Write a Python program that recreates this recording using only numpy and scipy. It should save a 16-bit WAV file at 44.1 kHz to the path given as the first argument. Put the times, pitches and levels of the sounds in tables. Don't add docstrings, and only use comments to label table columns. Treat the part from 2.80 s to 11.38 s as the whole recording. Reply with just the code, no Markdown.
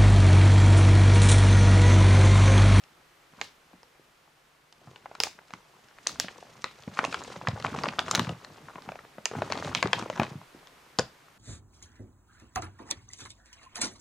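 import sys
import numpy as np
from scipy import signal
from scipy.io import wavfile
from scipy.ndimage import uniform_filter1d

SR = 44100
rng = np.random.default_rng(int(sys.argv[2]) if len(sys.argv) > 2 else 0)


def master(y):
    cut = np.clip(np.atleast_2d(y).T, -1, 1)
    pcm = np.round(cut * 32767)
    wavfile.write(sys.argv[1], SR, pcm.astype(np.int16))


N = 378378
FIRM_GRIP_DB = -45

# start_s, tick_db, tick_hz, facet_db, facet_hz, left_over_right_db
SNAPS = [(0.038, -46.5, 5240, -43.5, 2800, 5), (0.594, -61, 3880, -42, 784, -2),
         (0.614, -18, 4370, -17, 2230, -5), (0.9325, -58, 3790, -44.5, 720, 4),
         (1.0318, -41, 5230, -43, 910, 1), (1.926, -38.5, 3960, -49, 1010, -2),
         (2.016, -62, 3490, -49, 670, 0), (2.0735, -68, 2730, -41, 744, 0), (2.113, -51, 2170, -43, 404, 0),
         (2.1601, -49, 5530, -33.5, 2700, 2.5), (2.2585, -66, 2390, -29, 800, 1.5),
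         (2.314, -72, 2410, -33.5, 690, -1), (2.3517, -35, 3960, -30.5, 1370, 2.5),
         (2.4025, -9.5, 4960, -17.5, 920, -2.5), (2.436, -8, 5500, -16, 2270, -2.5),
         (2.469, -50, 5510, -27, 755, 0), (2.5893, -55, 3380, -35, 1420, 1),
         (2.7068, -39, 2110, -35.5, 720, 2), (2.737, -29.5, 2050, -27, 1110, -2.5),
         (3.086, -47, 5210, -48, 1540, 3), (3.186, -44.5, 2950, -36.5, 1700, 2),
         (3.2668, -56, 6370, -24.5, 1920, 2), (3.271, -8.5, 6260, -30.5, 760, -1.5),
         (3.294, -45, 6030, -31.5, 1210, 0), (3.3584, -52, 5430, -35.5, 1100, 0),
         (3.3994, -6.5, 6700, -20, 1880, -1.5), (3.444, -55, 5190, -33, 644, -2),
         (3.484, -37, 2910, -26, 1810, -2), (3.5814, -41, 6200, -44, 630, 3),
         (3.627, -62, 3360, -33, 706, 1), (3.821, -36, 5770, -55, 1930, -1),
         (3.8425, -19.5, 3940, -15.5, 1190, 1.5), (4.005, -44, 6930, -61, 920, 4),
         (4.0234, -41, 4720, -51, 1610, 4), (4.036, -39, 3600, -50, 1800, 3),
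         (4.0783, -45, 2070, -32.5, 536, 1.5), (4.1726, -35, 2650, -25.5, 1130, 1),
         (4.1903, -19, 2840, -8.5, 1180, 2), (4.2329, -48, 2050, -24, 480, 1),
         (4.2415, -28, 3700, -16, 1090, -4), (4.2496, -20, 2640, -19, 684, -3),
         (4.3269, -24, 2320, -24, 1430, 3), (4.344, -21, 2270, -16.5, 1350, 1.5),
         (4.438, -30, 6910, -42, 550, -3), (4.523, -58, 2580, -30, 900, 0),
         (4.563, -36.5, 3730, -29.5, 560, -1), (4.614, -61, 2540, -27, 890, -1),
         (4.6724, -27, 3150, -13, 1225, -1), (4.6856, -22.5, 3730, -20, 700, 1.5),
         (4.8, -32.5, 4870, -34, 600, 1.5), (4.8251, -29.5, 3800, -35, 1300, 3),
         (4.8478, -41, 2520, -11.5, 1120, 0), (4.8608, -38, 2730, -28, 635, 0),
         (4.866, -23, 2400, -33, 930, 2.5), (4.9616, -46, 2540, -27, 730, 0),
         (4.9882, -27, 2610, -21.5, 1130, 1.5), (5.036, -21.5, 4690, -20, 1340, 1.5),
         (5.0569, -32, 2610, -19, 1090, 2), (5.087, -26.5, 4370, -16.5, 2650, -4),
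         (5.1869, -49, 2500, -15.5, 1190, 3.5), (5.192, -11, 3270, -15, 1500, -1.5),
         (5.2822, -30, 2430, -23, 1150, 3.5), (5.3122, -11.5, 6900, -17, 1210, 1),
         (5.341, -30, 3290, -22, 706, 2), (5.3503, -9.5, 3760, -13.5, 1280, 1.5),
         (5.3557, -14.5, 6130, -24, 2760, -2), (5.395, -14, 3560, -14, 1060, 5),
         (5.47, -43, 2430, -30, 1060, 7), (5.493, -26, 2940, -25, 720, 3),
         (5.6478, -33, 4100, -32.5, 1900, 3), (5.8849, -61, 2400, -32.5, 1440, 3),
         (5.957, -60, 2390, -30.5, 1000, 3.5), (5.9826, -57, 2500, -35, 1070, 4),
         (6.022, -38.5, 4240, -40, 1060, -2), (6.0897, -40, 2610, -24.5, 770, 3),
         (6.1197, -37.5, 2280, -30, 636, -2), (6.1563, -42, 2280, -30, 670, 1.5),
         (6.1904, -49, 2260, -34, 1260, 3), (6.251, -59, 2430, -40.5, 467, 2),
         (6.3826, -65, 2200, -30.5, 590, 2), (6.4563, -11, 6200, -16.5, 2860, -4),
         (6.5136, -43, 2450, -24, 450, 1), (6.535, -43, 2130, -28.5, 456, 2),
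         (6.553, -49, 2280, -28, 680, 4), (6.587, -52, 5100, -31.5, 655, -2),
         (6.6204, -26, 2070, -13, 624, 1.5), (6.7225, -19.5, 4200, -15.5, 1055, 4.5),
         (6.7538, -44, 2020, -27, 844, 7), (6.776, -27.5, 3750, -26.5, 700, 3.5),
         (6.9499, -10.5, 3880, -12, 2550, -3.5), (6.9695, -38, 3550, -31, 625, 0),
         (7.0274, -14.5, 2050, -9.5, 1010, 2.5), (7.038, -45, 3600, -24, 515, 9),
         (7.057, -35, 2800, -18, 384, 3.5), (7.0733, -29, 3640, -30, 1680, 6),
         (7.132, -13, 3200, -9, 1600, 4), (7.199, -47, 1920, -30, 420, 7),
         (7.225, -32.5, 2290, -26, 844, 8), (7.3003, -25, 2100, -18.5, 610, 2),
         (7.3768, -36, 2580, -28, 990, 4), (7.398, -21, 2470, -12.5, 830, 2.5),
         (7.4169, -37, 3790, -19, 605, 3.5), (7.4329, -25, 3180, -22, 1090, 5),
         (7.615, -62, 2000, -35.5, 880, 2), (7.8723, -39.5, 3420, -46.5, 1170, 5),
         (8.1878, -10.5, 4900, -16, 1020, 3.5), (8.1943, -12, 4840, -12.5, 505, 2.5)]
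# freq_hz, gain_db
TICK_SPECTRUM = [(1200, -25.5), (2500, 6.5), (4000, 2.5), (7000, 0), (9500, -12.5), (11500, -16.5),
                 (14000, -44), (16500, -55)]
# freq_hz, gain_db
SHIVER_SPECTRUM = [(150, -25.5), (450, 0.5), (1000, -0.5), (2500, -7.5), (4500, -25), (9000, -49.5)]


def snaps(click_centre_hz=3950):
    out, t = np.zeros((2, N)), np.arange(900) / SR
    rows = SNAPS + loose_snaps()
    noise = rng.standard_normal((len(rows), 3, len(t)))
    impulse = t == 0
    sputter = gain_of(-9 - 60 * t / 0.0057) + gain_of(-29.5 - 60 * t / 0.037)
    flips = colour(impulse + noise[:, 0] * sputter, TICK_SPECTRUM)
    shiver_envelope = (1 - np.exp(-t / 0.000096)) * gain_of(-60 * t / 0.022)
    shivers = colour(noise[:, 1:] * shiver_envelope, SHIVER_SPECTRUM)
    for row, flip, shiver, phase in zip(rows, flips, shivers, noise[:, 1, 0]):
        start_s, tick_db, tick_hz, facet_db, facet_hz, pan_db = row
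        ping = resonate(flip, tick_hz, width=0.15)
        click = resonate(flip, np.sqrt(click_centre_hz * tick_hz), width=1)
        tick = at_peak(at_peak(ping, 0) + at_peak(click, -3), tick_db)
        mode = ring(facet_hz, t60_s=10.2 / facet_hz, rise_s=0.00014, phase=phase, samples=len(t))
        rustle = resonate(shiver[0], facet_hz, width=2.2)
        facet = at_peak(at_peak(mode, 0) + at_peak(rustle, -3.64), facet_db)
        panned = (tick + facet) * gain_of([[pan_db / 2], [-pan_db / 2]])
        near_side_lead = 0.14 * pan_db * np.gradient(tick)
        film_width = at_peak(shiver[1], facet_db - 31)
        add(out, start_s - 0.0003, panned + np.outer([1, -1], near_side_lead + film_width))
    return out


def loose_snaps(count=260):
    when, size, dullness, thinness, pitch, side = rng.random((count, 6)).T
    at = (500 + when * (N - 2000)).astype(int)
    effort_db = curve(GRIP)[at] - FIRM_GRIP_DB
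    facet_db = FIRM_GRIP_DB + 8 + 1.34 * effort_db - 2.5 * np.log(size.clip(0.05))
    tick_db = facet_db - 38 * dullness
    tick_hz, facet_hz = 2200 * 2.6 ** thinness, 450 * 5.5 ** pitch
    pan_db = 3.4 + 6 * (side - 0.5)
    return list(zip(at / SR, tick_db, tick_hz, facet_db, facet_hz, pan_db))


# start_s, sizzle_db, sizzle_hz, crack_db
SIZZLES = [(0.614, -48.5, 4100, -48), (2.402, -43.5, 4800, -30), (2.4358, -44.5, 5000, -24),
           (3.271, -44.5, 4560, -43), (3.3992, -42.5, 3680, -22), (3.8433, -53, 2870, -58),
           (4.1902, -67, 2600, -58), (4.3439, -64, 2980, -58), (5.192, -62, 3500, -39),
           (5.3113, -58, 5200, -32), (5.3504, -54, 3500, -22.5), (5.3942, -46, 3900, -32),
           (6.4567, -63, 4940, -39), (6.9492, -37, 2870, -42), (7.028, -62, 3000, -44),
           (7.132, -45, 3360, -46), (7.398, -54, 3800, -35), (8.1939, -66, 3900, -46)]


def settling(crack_hz=10200, crack_t60_s=0.0057, hold_s=0.025, sizzle_t60_s=0.25):
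    out, t = np.zeros((2, N)), np.arange(6000) / SR
    envelope = (1 - np.exp(-t / 0.0015)) * gain_of(-60 * np.maximum(t - hold_s, 0) / sizzle_t60_s)
    for start_s, sizzle_db, sizzle_hz, crack_db in SIZZLES:
        noise = rng.standard_normal((3, len(t)))
        burst = (noise[:2] + 2 * noise[2]) * gain_of(-60 * t / crack_t60_s)
        crack = resonate(resonate(burst, crack_hz, width=0.4), crack_hz, width=0.8)
        add(out, start_s, at_peak(crack, crack_db))
        sputter = (noise[:2] + 1.3 * noise[0]) * flicker(noise[2], spread_db=2.8, samples=60)
        sizzle = resonate(resonate(sputter, 0.76 * sizzle_hz, width=0.35), 1.24 * sizzle_hz, width=0.43)
        add(out, start_s, gain_of(sizzle_db) * envelope * unit_rms(sizzle))
    return out


# peak_s, level_db, pitch_hz
PUFFS = [(0.537, -51, 200), (0.619, -41.5, 283), (0.941, -44, 229), (1.198, -47, 338), (2.078, -42.5, 146),
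         (2.739, -38.5, 190), (3.448, -34, 191), (4.08, -26, 190), (4.196, -28.5, 231), (4.284, -32, 253),
         (4.573, -36, 161), (4.686, -22, 133), (4.738, -27, 108), (4.853, -30.5, 145), (4.949, -32, 148),
         (4.985, -26, 190), (5.082, -27, 207), (5.334, -31, 161), (5.398, -21, 282), (5.42, -23.5, 164),
         (5.479, -25.5, 150), (5.503, -28, 153), (5.526, -33, 150), (5.962, -39, 163), (6.081, -35, 174),
         (6.096, -35, 165), (6.387, -40, 179), (6.557, -31.5, 245), (6.774, -30, 268), (6.864, -29, 142),
         (6.973, -31, 148), (7.051, -20, 157), (7.071, -27.5, 149), (7.227, -30.5, 224), (7.399, -18, 200),
         (7.421, -20.5, 232), (7.52, -33, 150), (7.559, -30, 167), (7.75, -39.5, 314), (8.193, -21.5, 168),
         (8.21, -33.5, 163)]


def puffs():
    out, t = np.zeros(N), np.arange(3000) / SR
    for peak_s, level_db, pitch_hz in PUFFS:
        envelope = at_peak(t * np.exp(-t * pitch_hz / 0.42), level_db)
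        cycles = pitch_hz * t * (1.15 - 15.3 * t).clip(0.85)
        add(out, peak_s - 0.808 / pitch_hz, envelope * np.sin(2 * np.pi * cycles))
    return out


# time_s, level_db
GRIP = [(0.0, -70.5), (0.49, -74), (0.59, -55.5), (0.74, -70), (1.88, -74.5), (2.08, -63), (3.13, -69),
        (3.3, -55), (4.07, -63), (4.22, -45), (4.49, -47), (4.63, -52), (4.86, -44), (5.06, -40),
        (5.16, -49), (5.38, -36.5), (5.59, -56), (6.11, -55.5), (6.44, -68), (6.55, -44.5), (6.85, -40.5),
        (7.1, -50.5), (7.19, -40.5), (7.29, -51.5), (7.43, -38.5), (7.62, -66), (8.58, -66.5)]


def grip_gain(firm_db, slope, events, db_column, wake_db, wake_t60_s):
    rows, t = np.array(events), np.arange(SR // 2) / SR
    kicks = np.zeros(N)
    np.add.at(kicks, (rows[:, 0] * SR).astype(int), gain_of(rows[:, db_column] + wake_db) ** 2)
    wake_shape = (1 - np.exp(-t / 0.0011)) * gain_of(-60 * t / wake_t60_s) ** 2
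    wake_power = signal.oaconvolve(kicks, wake_shape)[:N]
    grip_power = gain_of(firm_db + slope * (curve(GRIP) - FIRM_GRIP_DB)) ** 2
    return np.sqrt(grip_power + abs(wake_power))


# freq_hz, gain_db
CRACKLE_SPECTRUM = [(180, -30.5), (330, 1), (1100, 1), (2500, -14), (5000, -28), (10000, -54)]


def crackle():
    gain = grip_gain(FIRM_GRIP_DB, slope=0.97, events=SNAPS, db_column=3, wake_db=-19, wake_t60_s=0.078)
    crumple = grains(rate_per_s=330, spread_db=4.6, low_hz=349, high_hz=3940, rub_db=-0.64)
    return unit_rms(colour(crumple, CRACKLE_SPECTRUM)) * gain


# time_s, lift_db
SLIP = [(0, -1), (4.05, 4.5), (4.45, 5), (4.7, -0.5), (5.1, 0.5), (6.4, -2), (6.75, 1.5), (7.25, 1),
        (7.45, -3.5), (8.58, -0.5)]
# freq_hz, gain_db
SLIDE_SPECTRUM = [(1200, -5), (3000, -2.5), (6500, -5.5), (9000, -15.5), (12500, -30), (16000, -65)]


def sliding():
    firm_db = -53.5 + curve(SLIP)
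    gain = grip_gain(firm_db, slope=0.83, events=SNAPS, db_column=1, wake_db=-31.5, wake_t60_s=0.17)
    fizz = grains(rate_per_s=1500, spread_db=3.3, low_hz=2340, high_hz=11000, rub_db=2.5)
    return unit_rms(colour(fizz, SLIDE_SPECTRUM)) * gain


def grains(rate_per_s, spread_db, low_hz, high_hz, rub_db):
    strength = gain_of(spread_db * np.minimum(rng.exponential(1, N), 3.3))
    kicks = strength * (rng.random(N) < rate_per_s / SR) * rng.choice([-1, 1], N)
    pitch_index = rng.integers(0, 10, N)
    creases = np.zeros((2, N))
    for k, hz in enumerate(np.geomspace(low_hz, high_hz, num=10)):
        grain = ring(hz, t60_s=6.6 / hz + 0.00041, rise_s=0.063 / hz, phase=rng.random(), samples=800)
        train = signal.oaconvolve(kicks * (pitch_index == k), grain / np.linalg.norm(grain) * np.sqrt(hz))
        pan = gain_of(rng.normal(0, 1.07) * np.array([[1], [-1]]))
        creases += train[:N] * pan
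    noise = rng.standard_normal((3, N))
    rub = gain_of(rub_db) * (noise[0] + 0.58 * noise[1:])
    clumps = flicker(uniform_filter1d(rng.standard_normal(N), 300), spread_db=2.95, samples=300)
    return (unit_rms(creases) + rub) * clumps


# freq_hz, gain_db
FLEX_SPECTRUM = [(30, -79.5), (60, -8), (100, -3), (150, -2), (250, -3.5), (420, -12), (800, -53.5)]


def flexing():
    pushes = rng.standard_normal(N) * flicker(rng.standard_normal(N), spread_db=5.4, samples=500)
    gain = grip_gain(firm_db=-47, slope=1.09, events=PUFFS, db_column=1, wake_db=-15, wake_t60_s=0.12)
    return unit_rms(colour(pushes, FLEX_SPECTRUM)) * gain


# freq_hz, t60_s
ROOM_DECAY = [(100, 0.29), (300, 0.091), (700, 0.2), (2000, 0.29), (5000, 0.24), (13000, 0.075)]
# freq_hz, gain_db
ROOM_SPECTRUM = [(100, 3), (500, -2.5), (2000, -5), (7000, -5), (12000, 6)]


def room(x):
    taps = np.zeros((2, SR // 2))
    slots = np.arange(120, SR // 2 - 20, 20)
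    at = slots + rng.integers(0, 20, (2, len(slots)))
    np.put_along_axis(taps, at, rng.choice([-1., 1.], at.shape), 1)
    hz, t, bands = signal.stft(taps, SR, nperseg=256)
    hz = hz[:, None]
    coherence = at_hz([(200, 1.0), (1000, 0.71), (8000, 0.2)], hz)
    bands[1] = coherence * bands[0] + np.sqrt(1 - coherence ** 2) * bands[1]
    decay = gain_of(at_hz(ROOM_SPECTRUM, hz) - 60 * t / at_hz(ROOM_DECAY, hz))
    tail = signal.istft(bands * decay, SR, nperseg=256)[1]
    return signal.fftconvolve(x[None], tail / np.linalg.norm(tail[0]), axes=1)[:, :N]


# freq_hz, gain_db
HISS_SPECTRUM = [(15, -38), (25, 0), (45, -2.5), (121, -21), (154, 4), (167, -33), (273, -5), (457, -5.5),
                 (1280, -4), (1470, -4.5), (2210, -7), (15200, -26), (16500, -68)]
# time_s, lift_db
HISS_DRIFT = [(0, 4.5), (.5, 4), (1.9, 1), (3, 3.5), (7.8, 7.5), (8.58, 4.5)]
# freq_hz, coherence
HISS_COHERENCE = [(60, 1), (180, 0.88), (550, 0.35), (1650, 0.41), (4970, 0.5), (15000, 1)]


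def hiss():
    hz = np.fft.rfftfreq(2048, 1 / SR)[:, None]
    noise = rng.standard_normal((N // 512 + 5, len(hz), 4)).T
    left, independent = noise[::2] + 1j * noise[1::2]
    coherence = np.clip(at_hz(HISS_COHERENCE, hz), -1, 1)
    right = coherence * left + np.sqrt(1 - coherence ** 2) * independent
    bands = np.array([left, right]) * gain_of(at_hz(HISS_SPECTRUM, hz))
    steady = unit_rms(signal.istft(bands, nperseg=2048, noverlap=1536)[1][:, :N])
    return gain_of(-64.5 + curve(HISS_DRIFT)) * steady


def ring(hz, t60_s, rise_s, phase, samples):
    t = np.arange(samples) / SR
    envelope = (1 - np.exp(-t / rise_s)) ** 2 * gain_of(-60 * t / t60_s)
    return envelope * np.sin(2 * np.pi * (hz * t + phase))


def resonate(x, hz, width):
    radius = np.exp(-np.pi * width * hz / SR)
    return signal.lfilter([1, -1], [1, -2 * radius * np.cos(2 * np.pi * hz / SR), radius ** 2], x)


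def colour(x, spectrum):
    log_gain = np.log(gain_of(at_hz(spectrum, abs(np.fft.fftfreq(8192, 1 / SR)))))
    taps = np.fft.ifft(np.exp(log_gain - 1j * signal.hilbert(log_gain).imag)).real[:4096]
    return signal.oaconvolve(x, np.array(taps, ndmin=x.ndim), axes=-1)[..., :x.shape[-1]]


def flicker(noise, spread_db, samples):
    return gain_of(spread_db * unit_rms(uniform_filter1d(noise, samples)))


def gain_of(db):
    return 10 ** (np.asarray(db) / 20)


def unit_rms(x):
    return x / np.sqrt(np.mean(x ** 2) + 1e-20)


def at_peak(x, db):
    return gain_of(db) * x / abs(x).max()


def at_hz(table, hz):
    freq_hz, values = np.transpose(table)
    return np.interp(np.log(hz + 1), np.log(freq_hz + 1), values)


def curve(table):
    return np.interp(np.arange(N) / SR, *np.transpose(table))


def add(mix, start_s, sound):
    part = mix[..., round(start_s * SR):][..., :sound.shape[-1]]
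    part += sound[..., :part.shape[-1]]


def scene(echo_cycle_hz=2.3):
    bag = snaps() + settling() + puffs() + crackle() + sliding() + flexing()
    low_cut = signal.butter(4, 72, "high", fs=SR, output="sos")
    bag = signal.sosfilt(low_cut, bag)
    turn = echo_cycle_hz * np.arange(N) / SR
    send = bag.mean(0) * np.sqrt(2 / 3)
    echo = sum(room(send * np.cos(np.pi * (turn + k / 3))) for k in range(3))
    return bag + gain_of(-9.5) * echo + hiss()


def record(dry):
    taps = signal.firwin(511, 16500, window=("kaiser", 9), fs=SR)
    return signal.oaconvolve(dry, taps[None], "same")


dry = scene()
out = record(dry)
master(out)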